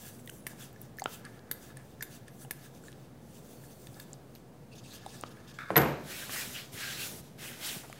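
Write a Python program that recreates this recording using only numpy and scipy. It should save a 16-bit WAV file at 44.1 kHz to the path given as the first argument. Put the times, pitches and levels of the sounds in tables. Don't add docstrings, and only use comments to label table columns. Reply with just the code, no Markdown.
import sys
import numpy as np
from scipy import signal
from scipy.fft import rfft, irfft, next_fast_len
from scipy.io import wavfile
from scipy.ndimage import uniform_filter1d, map_coordinates

SR = 44100
rng = np.random.default_rng(int(sys.argv[2]) if len(sys.argv) > 2 else 0)


def volts(x):
    e = np.asarray(x, float) / 20
    return 10 ** e


def transcribe(u):
    v = np.clip(np.atleast_2d(u).T, -1, 1)
    q = np.round(v * 32767).astype(np.int16)
    wavfile.write(sys.argv[1], SR, q)


N = 352337


def unit(x):
    return x / np.sqrt(np.mean(x ** 2) + 1e-20)


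def along(points, hz):
    f, v = np.transpose(points)
    return np.interp(np.log(hz + 1), np.log(f + 1), v)


def wobble(rate_hz):
    knots = rng.standard_normal(int(N * rate_hz / SR) + 4)
    return map_coordinates(knots, [np.arange(N) * rate_hz / SR])


def filtered(x, response):
    m = next_fast_len(len(x) + 8192)
    return irfft(rfft(x, m) * response(np.fft.rfftfreq(m, 1 / SR)), m)[:len(x)]


def peak(f, hz, width_hz):
    return 1j * f * width_hz / (hz * hz - f * f + 1j * f * width_hz + 1e-9)


def body(modes):
    return lambda f: sum((-1) ** k * volts(db) * peak(f, hz, w) for k, (hz, w, db) in enumerate(modes))


def coloured(x, spectrum):
    return unit(filtered(x, lambda f: volts(along(spectrum, f))))


def grit(spread_db):
    slip = np.minimum(rng.exponential(size=N // 40 + 1), 4).repeat(40)[:N]
    return rng.standard_normal(N) * volts(spread_db * slip)


def patchy(x, depth_db):
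    z = signal.stft(x, nperseg=256)[2]
    field = uniform_filter1d(rng.standard_normal(z.shape), size=5, axis=0)
    field = uniform_filter1d(field, size=12, axis=1)
    return unit(signal.istft(z * volts(depth_db * unit(field)), nperseg=256)[1][:N])


def ring(modes, t, scatter_db):
    return sum(volts(db + rng.normal(0, scatter_db) - 60 * t / t60_s) * np.sin(2 * np.pi * hz * t)
               for hz, db, t60_s in modes)


def build_up(t, seconds=0.00038):
    return 1 - np.exp(-t / seconds)


def snap(t, hz, share, t60_s):
    burst = (3.6 + rng.standard_normal(len(t))) * volts(-60 * t / t60_s)
    crack = filtered(burst, lambda f: peak(f, hz, share * hz) * peak(f, hz, (share + .6) * hz))
    return crack / np.abs(crack).max()


def swells(starts_s, holds_s, rise_db_s, fall_db_s):
    late_s = np.arange(0, N, 32) / SR - np.array(starts_s)[:, None]
    rise_db = rise_db_s * late_s
    fall_db = fall_db_s * (np.array(holds_s)[:, None] - late_s)
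    return volts(np.minimum(0, np.minimum(rise_db, fall_db)))


def total(levels_db, shapes):
    return np.sqrt(volts(2 * np.array(levels_db)) @ shapes ** 2).repeat(32)[:N]


def add(track, s, sound):
    start = round(s * SR)
    track[start:start + len(sound)] += sound[:len(track) - start]


def clanks():
    # start_s, peak_db, low_modes_db, rattle_db, free_ring_db
    clank_rows = [
        (.467, -26, -0.5, -13, -24),
        (1.513, -19, -7, -17, -22),
        (2.025, -22, -5, -12, -22),
        (2.509, -24.5, -3, -16, -33),
        (3.998, -38, -1.5, -9, -24),
        (4.351, -47, -13, -12, -12),
        (5.7654, -21, -23, -12, 4),
    ]
    # first_hz, second_hz, second_db, sheen_db
    shank_rows = [(9570, 12200, 5, -3), (12100, 15100, -11, -10.5), (12500, 10900, 2, -6),
                  (13300, 10000, 1, -8), (12200, 9000, 0, -7), (12300, 8000, -6, -8), (12000, 8200, 0, -6)]
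    # hz, width_hz, level_db
    steel_modes = [(1700, 110, 7), (2180, 140, 5), (2600, 500, -8), (3590, 120, 4), (4700, 900, -14),
                   (5820, 500, -2), (9300, 630, -30)]
    # hz, width_hz, level_db
    bar_rough = [(12170, 280, 0), (6510, 300, -20), (13250, 300, -18)]
    # hz, level_db, t60_s
    bar_clear = [(11990, -3, .06), (12155, 8, .04), (12305, 0, .045), (6610, -34, .2)]
    # delay_s, level_db
    wall_rows = [(.0075, -10), (.017, -19), (.026, -21)]
    seat_s, wall_low_db = 0.001, -5
    out, t = np.zeros(N), np.arange(SR // 3) / SR
    push = 5 * volts(-60 * t / .0004)
    for clank, shank in zip(clank_rows, shank_rows):
        s, db, low_db, rattle_db, free_db = clank
        first_hz, second_hz, second_db, sheen_db = shank
        force = t / seat_s * np.exp(1 - t / seat_s) + volts(rattle_db - 60 * t / .06)
        hit = rng.standard_normal(len(t)) * force
        high = filtered(hit, lambda f: peak(f, first_hz, 1260) ** 2
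                        - volts(second_db) * peak(f, second_hz, 1200) ** 2
                        + volts(sheen_db) * peak(f, 11400, 9700))
        low = filtered(hit + push, lambda f: body(steel_modes)(f) + 0.28 * peak(f, 2600, 7000))
        linger = unit(filtered(rng.standard_normal(len(t)), body(bar_rough))) * volts(-16 - 60 * t / 0.16)
        free = (ring(bar_clear, t, 1) + linger) * build_up(t)
        bright = high / np.abs(high).max() + volts(free_db) * free
        dark = volts(low_db) * low / np.abs(low).max()
        add(out, s, volts(db) * (bright + dark))
        for delay_s, wall_db in wall_rows:
            add(out, s + delay_s, volts(db + wall_db) * (bright + volts(wall_low_db) * dark))
    return out


def ticks():
    # start_s, ring_peak_db, crack_db, crack_hz
    bore_rows = [(.761, -48, -58, 5700), (.9856, -34, -46, 5180), (1.251, -51, -43, 4500),
                 (1.771, -43.5, -37.5, 8700), (2.0084, -32.5, -47, 6800), (2.282, -45, -42, 9100),
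                 (2.883, -41.5, -49, 3730), (3.637, -50.5, -58, 9950), (3.871, -53, -44.5, 3700),
                 (4.001, -50, -41.5, 4500), (5.143, -49, -44, 6410)]
    # start_s, ring_peak_db, crack_db, crack_hz
    sleeve_rows = [(1.02, -25.5, -36.5, 4700), (2.449, -44, -49.5, 2900), (3.944, -64, -46.5, 4740),
                   (4.14, -52, -48, 4720), (5.063, -31, -42, 3830)]
    # start_s, ring_peak_db, ring_hz,
    # crack_db, crack_hz
    flange_rows = [(0.276, -39.5, 1920, -39.5, 3580), (.295, -39, 1540, -37.5, 2880),
                   (.532, -45, 870, -57, 11900), (.997, -35, 2060, -36, 6400),
                   (1.0594, -24.5, 1326, -29, 3120), (2.0225, -37, 1650, -45, 4600),
                   (5.7583, -17, 1900, -26, 4000), (5.7605, -21, 1980, -24, 3900),
                   (2.838, -46, 1450, -52, 7660), (5.237, -30.5, 1250, -36, 3020),
                   (5.588, -29, 1360, -38, 2100), (5.7045, -21, 640, -36, 1600),
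                   (6.295, -36, 1140, -38, 1800), (7.899, -36, 710, -43.5, 7200),
                   (7.928, -40, 1210, -38, 2200)]
    bore_hz, bore_t60_s = 1745, 0.023
    sleeve_hz, sleeve_t60_s = 790, 0.024
    flange_t60_s = 0.014
    contacts = [(s, db, bore_hz, bore_t60_s, *crack) for s, db, *crack in bore_rows]
    contacts += [(s, db, sleeve_hz, sleeve_t60_s, *crack) for s, db, *crack in sleeve_rows]
    contacts += [(s, db, hz, flange_t60_s, *crack) for s, db, hz, *crack in flange_rows]
    out, t = np.zeros(N), np.arange(2048) / SR
    for s, db, hz, t60_s, crack_db, crack_hz in contacts:
        crack = snap(t, crack_hz, 0.12, 0.0077) + .75 * snap(t, crack_hz, 1.8, 0.0046)
        hollow_ring = ring([(hz, db + 1.5, t60_s)], t, 0) * build_up(t)
        add(out, s, volts(crack_db) * crack - hollow_ring)
    return out


def thuds():
    # start_s, peak_db, pitch_hz
    thud_rows = [
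        (0.4676, -43.5, 420),
        (1.0587, -22, 1200),
        (1.514, -40, 420),
        (2.51, -43, 560),
        (5.2369, -31, 990),
        (6.295, -42, 900),
    ]
    out, t = np.zeros(N), np.arange(2048) / SR
    for s, db, hz in thud_rows:
        u = 2 * np.pi * hz * t
        add(out, s, -volts(db + 18.5) * u * u * (1 - u / 3) * np.exp(-u))
    return out


def snaps():
    # start_s, peak_db, centre_hz, width_share
    snap_rows = [(.26, -36, 13500, 0.32), (.275, -32, 12900, .5), (.2987, -27.5, 9700, 0.8),
                 (.193, -49, 2000, .6), (.7295, -46, 14200, .3), (.98, -43, 9000, .6),
                 (.997, -38, 6700, .15), (.816, -29, 13900, 0.12), (.971, -44, 9000, 0.58),
                 (.987, -36, 15000, .2), (1.007, -42, 8330, .3), (1.0404, -27.5, 7800, 0.09),
                 (1.0403, -29, 8500, 1.2), (1.0405, -41, 3200, .15), (1.195, -48, 9500, .5),
                 (1.252, -37.5, 8950, 0.11), (1.393, -43.5, 3900, 1), (2.646, -47, 12500, .4),
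                 (2.75, -48, 5500, .8), (2.776, -50, 6000, 1.2), (2.282, -45, 4000, 1.3),
                 (2.5105, -35, 1700, .05), (5.589, -40, 3900, .4), (7.9285, -43, 3500, .5),
                 (2.928, -42, 3800, .7), (2.919, -41, 6000, .9), (3.87, -43, 8400, .2),
                 (3.871, -45, 3500, 1), (4.132, -30.5, 7800, 0.17), (4.352, -42.5, 4400, 0.22),
                 (4.359, -47, 2700, .3), (4.985, -44, 5000, 1), (5.37, -52, 3200, .6),
                 (5.403, -50, 5000, 1), (5.449, -49, 5000, 1.2), (5.063, -36, 7950, 0.33),
                 (5.2115, -29.5, 8800, 0.33), (5.785, -30, 7000, 1), (5.8165, -33, 8800, .2),
                 (5.293, -45, 9500, .4), (5.704, -44, 4500, 1.2), (5.777, -20, 9300, .27),
                 (7.928, -35, 8950, 0.99)]
    # start_s, peak_db, centre_hz, width_share (of centre)
    jaw_rows = [(.9945, -35, 11000, 1.8), (2.009, -39, 5500, 0.53), (5.779, -30, 9000, 1.1)]
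    snap_t60_s, jaw_t60_s = 0.0056, 0.055
    out, t = np.zeros(N), np.arange(2048) / SR
    for rows, t60_s in (snap_rows, snap_t60_s), (jaw_rows, jaw_t60_s):
        for s, db, hz, share in rows:
            add(out, s, volts(db) * snap(t, hz, share, t60_s))
    return out


def rubbing():
    # start_s, hold_s, skin_db, bite_db (edge over skin)
    slide_rows = [(0.027, 0.068, -51, -8.5), (0.153, 0.041, -61, -12), (0.29, 0.093, -57.5, -22),
                  (0.487, 0.018, -60, -7), (0.622, 0.022, -52.5, -4), (0.817, 0.035, -66.5, -5),
                  (1.127, 0.015, -50, -5), (1.27, 0.08, -69, -7), (1.63, 0.039, -55.5, -5),
                  (1.846, .015, -67, -11), (1.907, 0.013, -67.5, -4.5), (2.12, 0.033, -56, -4),
                  (2.413, 0.024, -55.5, -10.5), (2.536, 0.044, -67, -7), (2.633, 0.021, -59.5, -4),
                  (2.74, 0.045, -66.5, -5), (2.85, 0.03, -62, -7), (2.93, 0.13, -76, 1),
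                  (3.298, 0.09, -60.5, -6.5), (3.458, 0.57, -61.5, -9.5), (4.022, 0.12, -68, -4),
                  (4.347, 0.014, -68.5, -7), (4.924, 0.013, -53.5, -1), (4.975, 0.05, -65, 5),
                  (5.102, .02, -61.5, -3), (5.148, 0.015, -57.5, -4.5), (5.19, .01, -64, -2),
                  (5.363, 0.096, -74.5, -1)]
    # start_s, level_db
    catch_rows = [(.12, -79), (1.253, -59), (1.768, -59), (2.28, -59), (3.872, -67), (4.358, -62),
                  (5.094, -61)]
    # start_s, hold_s, level_db
    fumble_rows = [(4.72, 0.018, -65.5), (4.755, .012, -62), (4.782, 0.014, -59.5), (4.842, 0.018, -63),
                   (5.224, .004, -63), (5.262, 0.018, -63), (5.308, 0.016, -64), (5.478, 0.037, -62),
                   (5.542, 0.031, -63)]
    # start_s, hold_s, level_db
    bear_rows = [(0, 0.1, -64), (.49, .015, -66), (0.603, 0.028, -58.5), (0.743, 0.14, -75),
                 (1.06, 0.19, -63.5), (1.256, .012, -55), (1.3, 0.19, -67), (1.528, 0.28, -63),
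                 (2.05, 0.13, -67), (2.275, .003, -65), (2.425, .03, -68), (2.53, 0.14, -70),
                 (2.648, .015, -67), (2.876, .003, -70), (3.64, .003, -73), (3.972, 0.034, -68),
                 (4.79, .01, -66), (4.9, .04, -64), (4.995, 0.045, -62), (5.14, 0.019, -62),
                 (5.25, 0.42, -64)]
    # hz, level_db (per Hz)
    skin_colour = [(2350, -31), (4000, -20), (4690, -20), (5930, -4.5), (6790, -7), (7660, -3.5),
                   (13300, -7), (15600, -5.5)]
    # hz, level_db (per Hz)
    tip_colour = [(2000, -30), (3000, -12), (4200, -3), (5200, -5), (6600, -3.5), (8500, -5), (12000, -9.5),
                  (15600, -10)]
    # hz, width_hz, level_db
    rasp_modes = [(2650, 450, 3.5), (3610, 460, 6), (4500, 320, 5.5), (4940, 580, 3.5), (6400, 810, 1),
                  (7400, 400, -12)]
    # hz, width_hz, level_db
    hollow_modes = [(1277, 350, -3), (1703, 99, 5), (2126, 350, -8)]
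    handled_s, laid_down_s = 4.6, 5.705
    rest_db, tip_bite_db = -81, 2.5

    s, hold_s, skin_db, bite_db = np.transpose(slide_rows)
    slides = swells(s, hold_s, 207, 260)
    skin = total(skin_db, slides)
    catch_s, catch_db = np.transpose(catch_rows)
    catches = total(catch_db, swells(catch_s, 0 * catch_s, 1800, 830))
    edge = total(skin_db + bite_db, slides) + catches
    tip_s, tip_hold_s, tip_db = np.transpose(fumble_rows)
    tips = total(tip_db, swells(tip_s, tip_hold_s, 1700, 1100))
    bear_s, bear_hold_s, bear_db = np.transpose(bear_rows)
    wall = total(bear_db, swells(bear_s, bear_hold_s, 470, 270))
    rest = volts(rest_db) * (np.arange(N) < laid_down_s * SR)

    grip = patchy(coloured(grit(spread_db=1.5), skin_colour), depth_db=2)
    pads = patchy(coloured(grit(spread_db=1.8), tip_colour), depth_db=2.5)
    hiss = np.where(np.arange(N) < handled_s * SR, grip, pads)
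    rasp = patchy(filtered(grit(spread_db=1.3), body(rasp_modes)), depth_db=2)
    hollow = patchy(filtered(grit(spread_db=1.5), body(hollow_modes)), depth_db=1.5)

    out = (skin + tips + rest) * hiss
    out += (edge + volts(tip_bite_db) * tips + rest / 2) * rasp
    out += (wall + rest) * hollow
    return volts(2.0 * wobble(35)) * out


def squeaks():
    # start_s, length_s, level_db, pitch_hz, width_hz
    squeak_rows = [(3.45, .45, -73, 4440, 300), (3.45, .45, -71, 9300, 350), (3.5, 0.36, -69, 13500, 1200),
                   (4.713, 0.041, -59, 2650, 250), (4.78, 0.025, -59, 6450, 500),
                   (4.895, 0.054, -54, 4050, 820), (4.845, 0.033, -61, 2620, 300),
                   (4.72, .025, -60, 4600, 700), (5.475, 0.037, -63, 5200, 900), (.3, 0.2, -68, 10000, 400),
                   (.8, .045, -63, 9300, 4000), (.6, 0.051, -61, 3450, 300), (2.41, .055, -61, 10200, 2500),
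                   (2.84, 0.058, -63, 7300, 1500), (6.2, .06, -50, 1620, 250),
                   (6.12, 0.094, -52.5, 2560, 500), (7.825, 0.04, -52, 850, 800),
                   (6.33, 0.09, -44, 1850, 350), (6.4, .05, -46, 2500, 600), (6.29, .03, -51, 800, 900),
                   (6.537, 0.049, -42, 2900, 700), (6.78, 0.19, -48, 1620, 120), (6.96, .1, -52, 1550, 200),
                   (6.962, 0.1, -44, 2640, 780)]
    out = np.zeros(N)
    for s, length_s, db, hz, width_hz in squeak_rows:
        noise = unit(filtered(rng.standard_normal(SR // 2), lambda f: peak(f, hz, width_hz) ** 2))
        swell = np.sqrt(np.hanning(round(length_s * SR)))
        add(out, s, volts(db) * swell * noise[:len(swell)])
    return out


def squeals():
    # start_s, length_s, level_db, first_hz, last_hz
    squeal_rows = [
        (2.285, .1, -68, 11300, 13700),
        (5.295, .055, -69, 10300, 10000),
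        (5.335, .04, -69, 9400, 8800),
        (5.43, .03, -70, 8500, 9300),
    ]
    out, waver = np.zeros(N), volts(.12 * wobble(40))
    for s, length_s, db, first_hz, last_hz in squeal_rows:
        swell = np.sqrt(np.hanning(round(length_s * SR)))
        hz = np.linspace(first_hz, last_hz, len(swell)) * waver[round(s * SR):][:len(swell)]
        add(out, s, volts(db) * swell * np.sin(2 * np.pi * np.cumsum(hz) / SR))
    return out


def dragging():
    # hz, width_hz, level_db
    drag_modes = [(1320, 170, 5.5), (1700, 180, 3), (2200, 340, -4.5), (2720, 100, -22), (3550, 260, -9)]
    start_s, hold_s, level_db, sag_db = 5.587, .119, -43.5, 8.5
    u = (np.arange(N) / SR - start_s) / hold_s
    chatter = unit(filtered(grit(spread_db=1.2) * volts(1.5 * wobble(90)), body(drag_modes)))
    return volts(level_db - sag_db * np.clip(u, 0, 1)) * (u > 0) * (u < 1) * chatter


def table():
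    # start_s, crack_peak_db, hardness_hz, modes_db, boom_db
    blow_rows = [
        (5.704, -20, 1120, -37, -45),
        (5.758, -17.5, 2800, -25.5, -38),
        (5.7652, -10, 2040, -19.5, -33.5),
        (5.778, -17.5, 4500, -32, -39.5),
        (5.816, -28, 4000, -45, -46.5),
    ]
    # hz, level_db, t60_s
    top_modes = [(72, -11, 0.9), (142.3, -4, 0.5), (236, -16, 0.54), (324.4, -7, 0.33), (458, -5, 0.33),
                 (702, -19, 0.47), (910, -15, 0.39), (1081, -20, 0.47), (1231, -13, 0.27),
                 (1405, -10, 0.16), (1510, -8, .2), (1660, -17, .35), (1827, -15, .35), (2110, -22, .35)]
    # hz, level_db (per Hz)
    boom_colour = [(29, -40), (50, -23), (101, -14), (141, -5), (175, -8), (234, -11), (271, -10),
                   (520, -9), (1000, -16), (2300, -19.5), (3200, -28), (5400, -33.5), (12300, -34),
                   (16000, -63)]
    out, t = np.zeros(N), np.arange(SR // 2) / SR
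    for s, db, hard_hz, modes_db, boom_db in blow_rows:
        burst = rng.standard_normal(len(t)) * volts(-60 * t / 0.027)
        crack = filtered(burst, lambda f: peak(f, hard_hz / 2, hard_hz) ** 2 / (1 + 1j * f / hard_hz))
        modes = ring(top_modes, t, 1) * build_up(t, 0.0043)
        soft = lambda f: 0.43 + 1 / (1 + (f / hard_hz) ** 4)
        boom = filtered(decaying(.5)[:len(t)], lambda f: volts(along(boom_colour, f)) * soft(f))
        boom = boom * build_up(t, 0.0011)
        add(out, s, volts(db) * crack / np.abs(crack).max() + volts(modes_db) * modes + volts(boom_db) * unit(boom))
    return out


def cupped_hand(pushes, push_hz):
    # hz, level_db (per Hz)
    cup_colour = [(700, -37), (1150, -7.5), (1500, -1.5), (2000, -3), (2800, -3), (3900, -2.5), (6000, -8),
                  (8000, -8.5), (13000, -75)]
    pocket_hz = [1500, 1900, 2400, 3000, 3800]
    cup_hz = push_hz[pushes.argmax(axis=0)].repeat(32)[:N]
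    cup_hz = uniform_filter1d(cup_hz, size=2000) * volts(1.5 * wobble(8.8))
    air = coloured(grit(spread_db=1.0), cup_colour)
    pocket = np.zeros(N)
    for hz in pocket_hz:
        nearness = np.exp(-(np.log(cup_hz / hz) / 0.36) ** 2)
        pocket += nearness * filtered(air, lambda f: peak(f, hz, 0.8 * hz))
    return patchy(air + 0.5 * pocket, depth_db=2.0)


def sweeping():
    # start_s, hold_s, hiss_db, cup_db (over hiss), cup_hz
    sweep_rows = [(6.104, 0.13, -46, 0, 2430), (6.329, 0.085, -40, -1, 2120), (6.46, 0.091, -49, -16, 2820),
                  (6.55, 0.045, -51.5, 5.5, 2800), (6.735, .04, -49, -6, 1900),
                  (6.807, 0.12, -45.5, 4, 2200), (7.007, 0.049, -41, -4, 2610),
                  (7.1, 0.083, -50.5, -8, 2400), (7.24, 0.031, -62.5, -0.5, 2390),
                  (7.424, 0.061, -47.5, 0, 2460), (7.53, .03, -58.5, 4.5, 2000),
                  (7.651, 0.036, -40, 1, 2880), (7.726, 0.024, -45, -12, 2900),
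                  (7.854, 0.33, -62.5, 3, 1880)]
    # hz, level_db (per Hz)
    palm_colour = [(2350, -27), (4000, -14), (5110, -3), (12500, -2.5), (13800, -3.5), (15600, -6)]
    contact_s = [6.722, 7.21, 7.383]
    s, hold_s, hiss_db, cup_db, push_hz = np.transpose(sweep_rows)
    pushes = swells(s, hold_s, 225, 142)
    same = np.searchsorted(contact_s, s)[:, None] == np.searchsorted(contact_s, np.arange(0, N, 32) / SR)
    pushes = pushes * uniform_filter1d(np.where(same, 1, volts(-15)), size=24, axis=1)
    low = unit(filtered(rng.standard_normal(N), lambda f: peak(f, 190, 700) ** 2))
    top = patchy(filtered(rng.standard_normal(N), lambda f: peak(f, 740, 1020) ** 2), depth_db=-4.5)
    hiss = patchy(coloured(grit(spread_db=0.5), palm_colour), depth_db=1.35)
    hiss_gain = total(hiss_db, pushes)
    out = hiss_gain * (hiss + volts(-17) * top)
    out += total(hiss_db + cup_db, pushes) * cupped_hand(pushes, push_hz)
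    return out + volts(-33) * np.sqrt(hiss_gain) * low


def bumps():
    # start_s, length_s, level_db
    bump_rows = [(6.439, 0.082, -46.5), (6.72, 0.06, -44), (7.086, 0.09, -44.5), (7.18, .04, -44.5),
                 (7.375, 0.05, -53), (7.743, 0.045, -43)]
    out = np.zeros(N)
    rumble = unit(filtered(rng.standard_normal(N), lambda f: peak(f, 117, 215) ** 2))
    for s, length_s, db in bump_rows:
        swell = np.hanning(round(length_s * SR))
        add(out, s, volts(db) * swell * unit(rumble[round(s * SR):][:len(swell)]))
    return out


def decaying(seconds):
    # hz, t60_s
    room_decay = [(100, 0.69), (500, 0.6), (2000, 0.55), (6000, 0.73), (14000, 0.28)]
    hz, t, z = signal.stft(rng.standard_normal(int(seconds * SR)), SR, nperseg=256)
    fade = volts(-60 * t / along(room_decay, hz)[:, None])
    tail = signal.istft(z * fade, SR, nperseg=256)[1]
    return tail / np.linalg.norm(tail)


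def echo(sound):
    return volts(-14.0) * signal.fftconvolve(np.pad(sound, (200, 0)), decaying(0.54))[:N]


def workshop():
    # hz, level_db (per Hz)
    air_colour = [(18, -40), (33, -12), (52, -2), (90, -9), (127, -3.5), (164, -8), (243, -9.5), (263, -12),
                  (370, -13.5), (577, -18), (624, -18.5), (770, -20.5), (924, -25.5), (1690, -32.5),
                  (2770, -38), (15600, -44.5)]
    # hz, width_hz, level_db
    hum_lines = [(117.8, 8.2, -63), (133.4, 12.3, -56.5), (239.3, 8, -65), (478, 9.4, -70.5)]
    air_db = -51
    hum = sum(volts(db) * unit(filtered(rng.standard_normal(N), lambda f: peak(f, hz, w)))
              for hz, w, db in hum_lines)
    drift = volts(.7 * wobble(4))
    return volts(air_db) * drift * coloured(rng.standard_normal(N), air_colour) + hum


def scene():
    hits = clanks() + ticks() + thuds()
    palm = sweeping() + bumps()
    mono = hits + snaps() + rubbing() + squeaks() + squeals() + dragging() + table() + palm
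    mono = mono + echo(hits + volts(-3.5) * palm) + workshop()
    return np.array([mono, mono])


def band_limit(x):
    return signal.sosfilt(signal.butter(12, 16970, fs=SR, output="sos"), x)


def record(dry):
    steady_hz, top_hz = 15800, 16950
    under = lambda f, edge_hz: .5 - .5 * np.tanh((f - edge_hz) / 40)
    bass_cut = lambda f: (1j * f / (45 + 1j * f)) ** 5
    response = lambda f: bass_cut(f) * (under(f, steady_hz) + volts(-38.5) * under(f, top_hz))
    squeezed = dry[0] / (1 + np.abs(dry[0] / .47) ** 4) ** .25
    mono = filtered(squeezed, response) - .0006
    return band_limit(np.array([mono, mono]))


dry = scene()
out = record(dry)
transcribe(out)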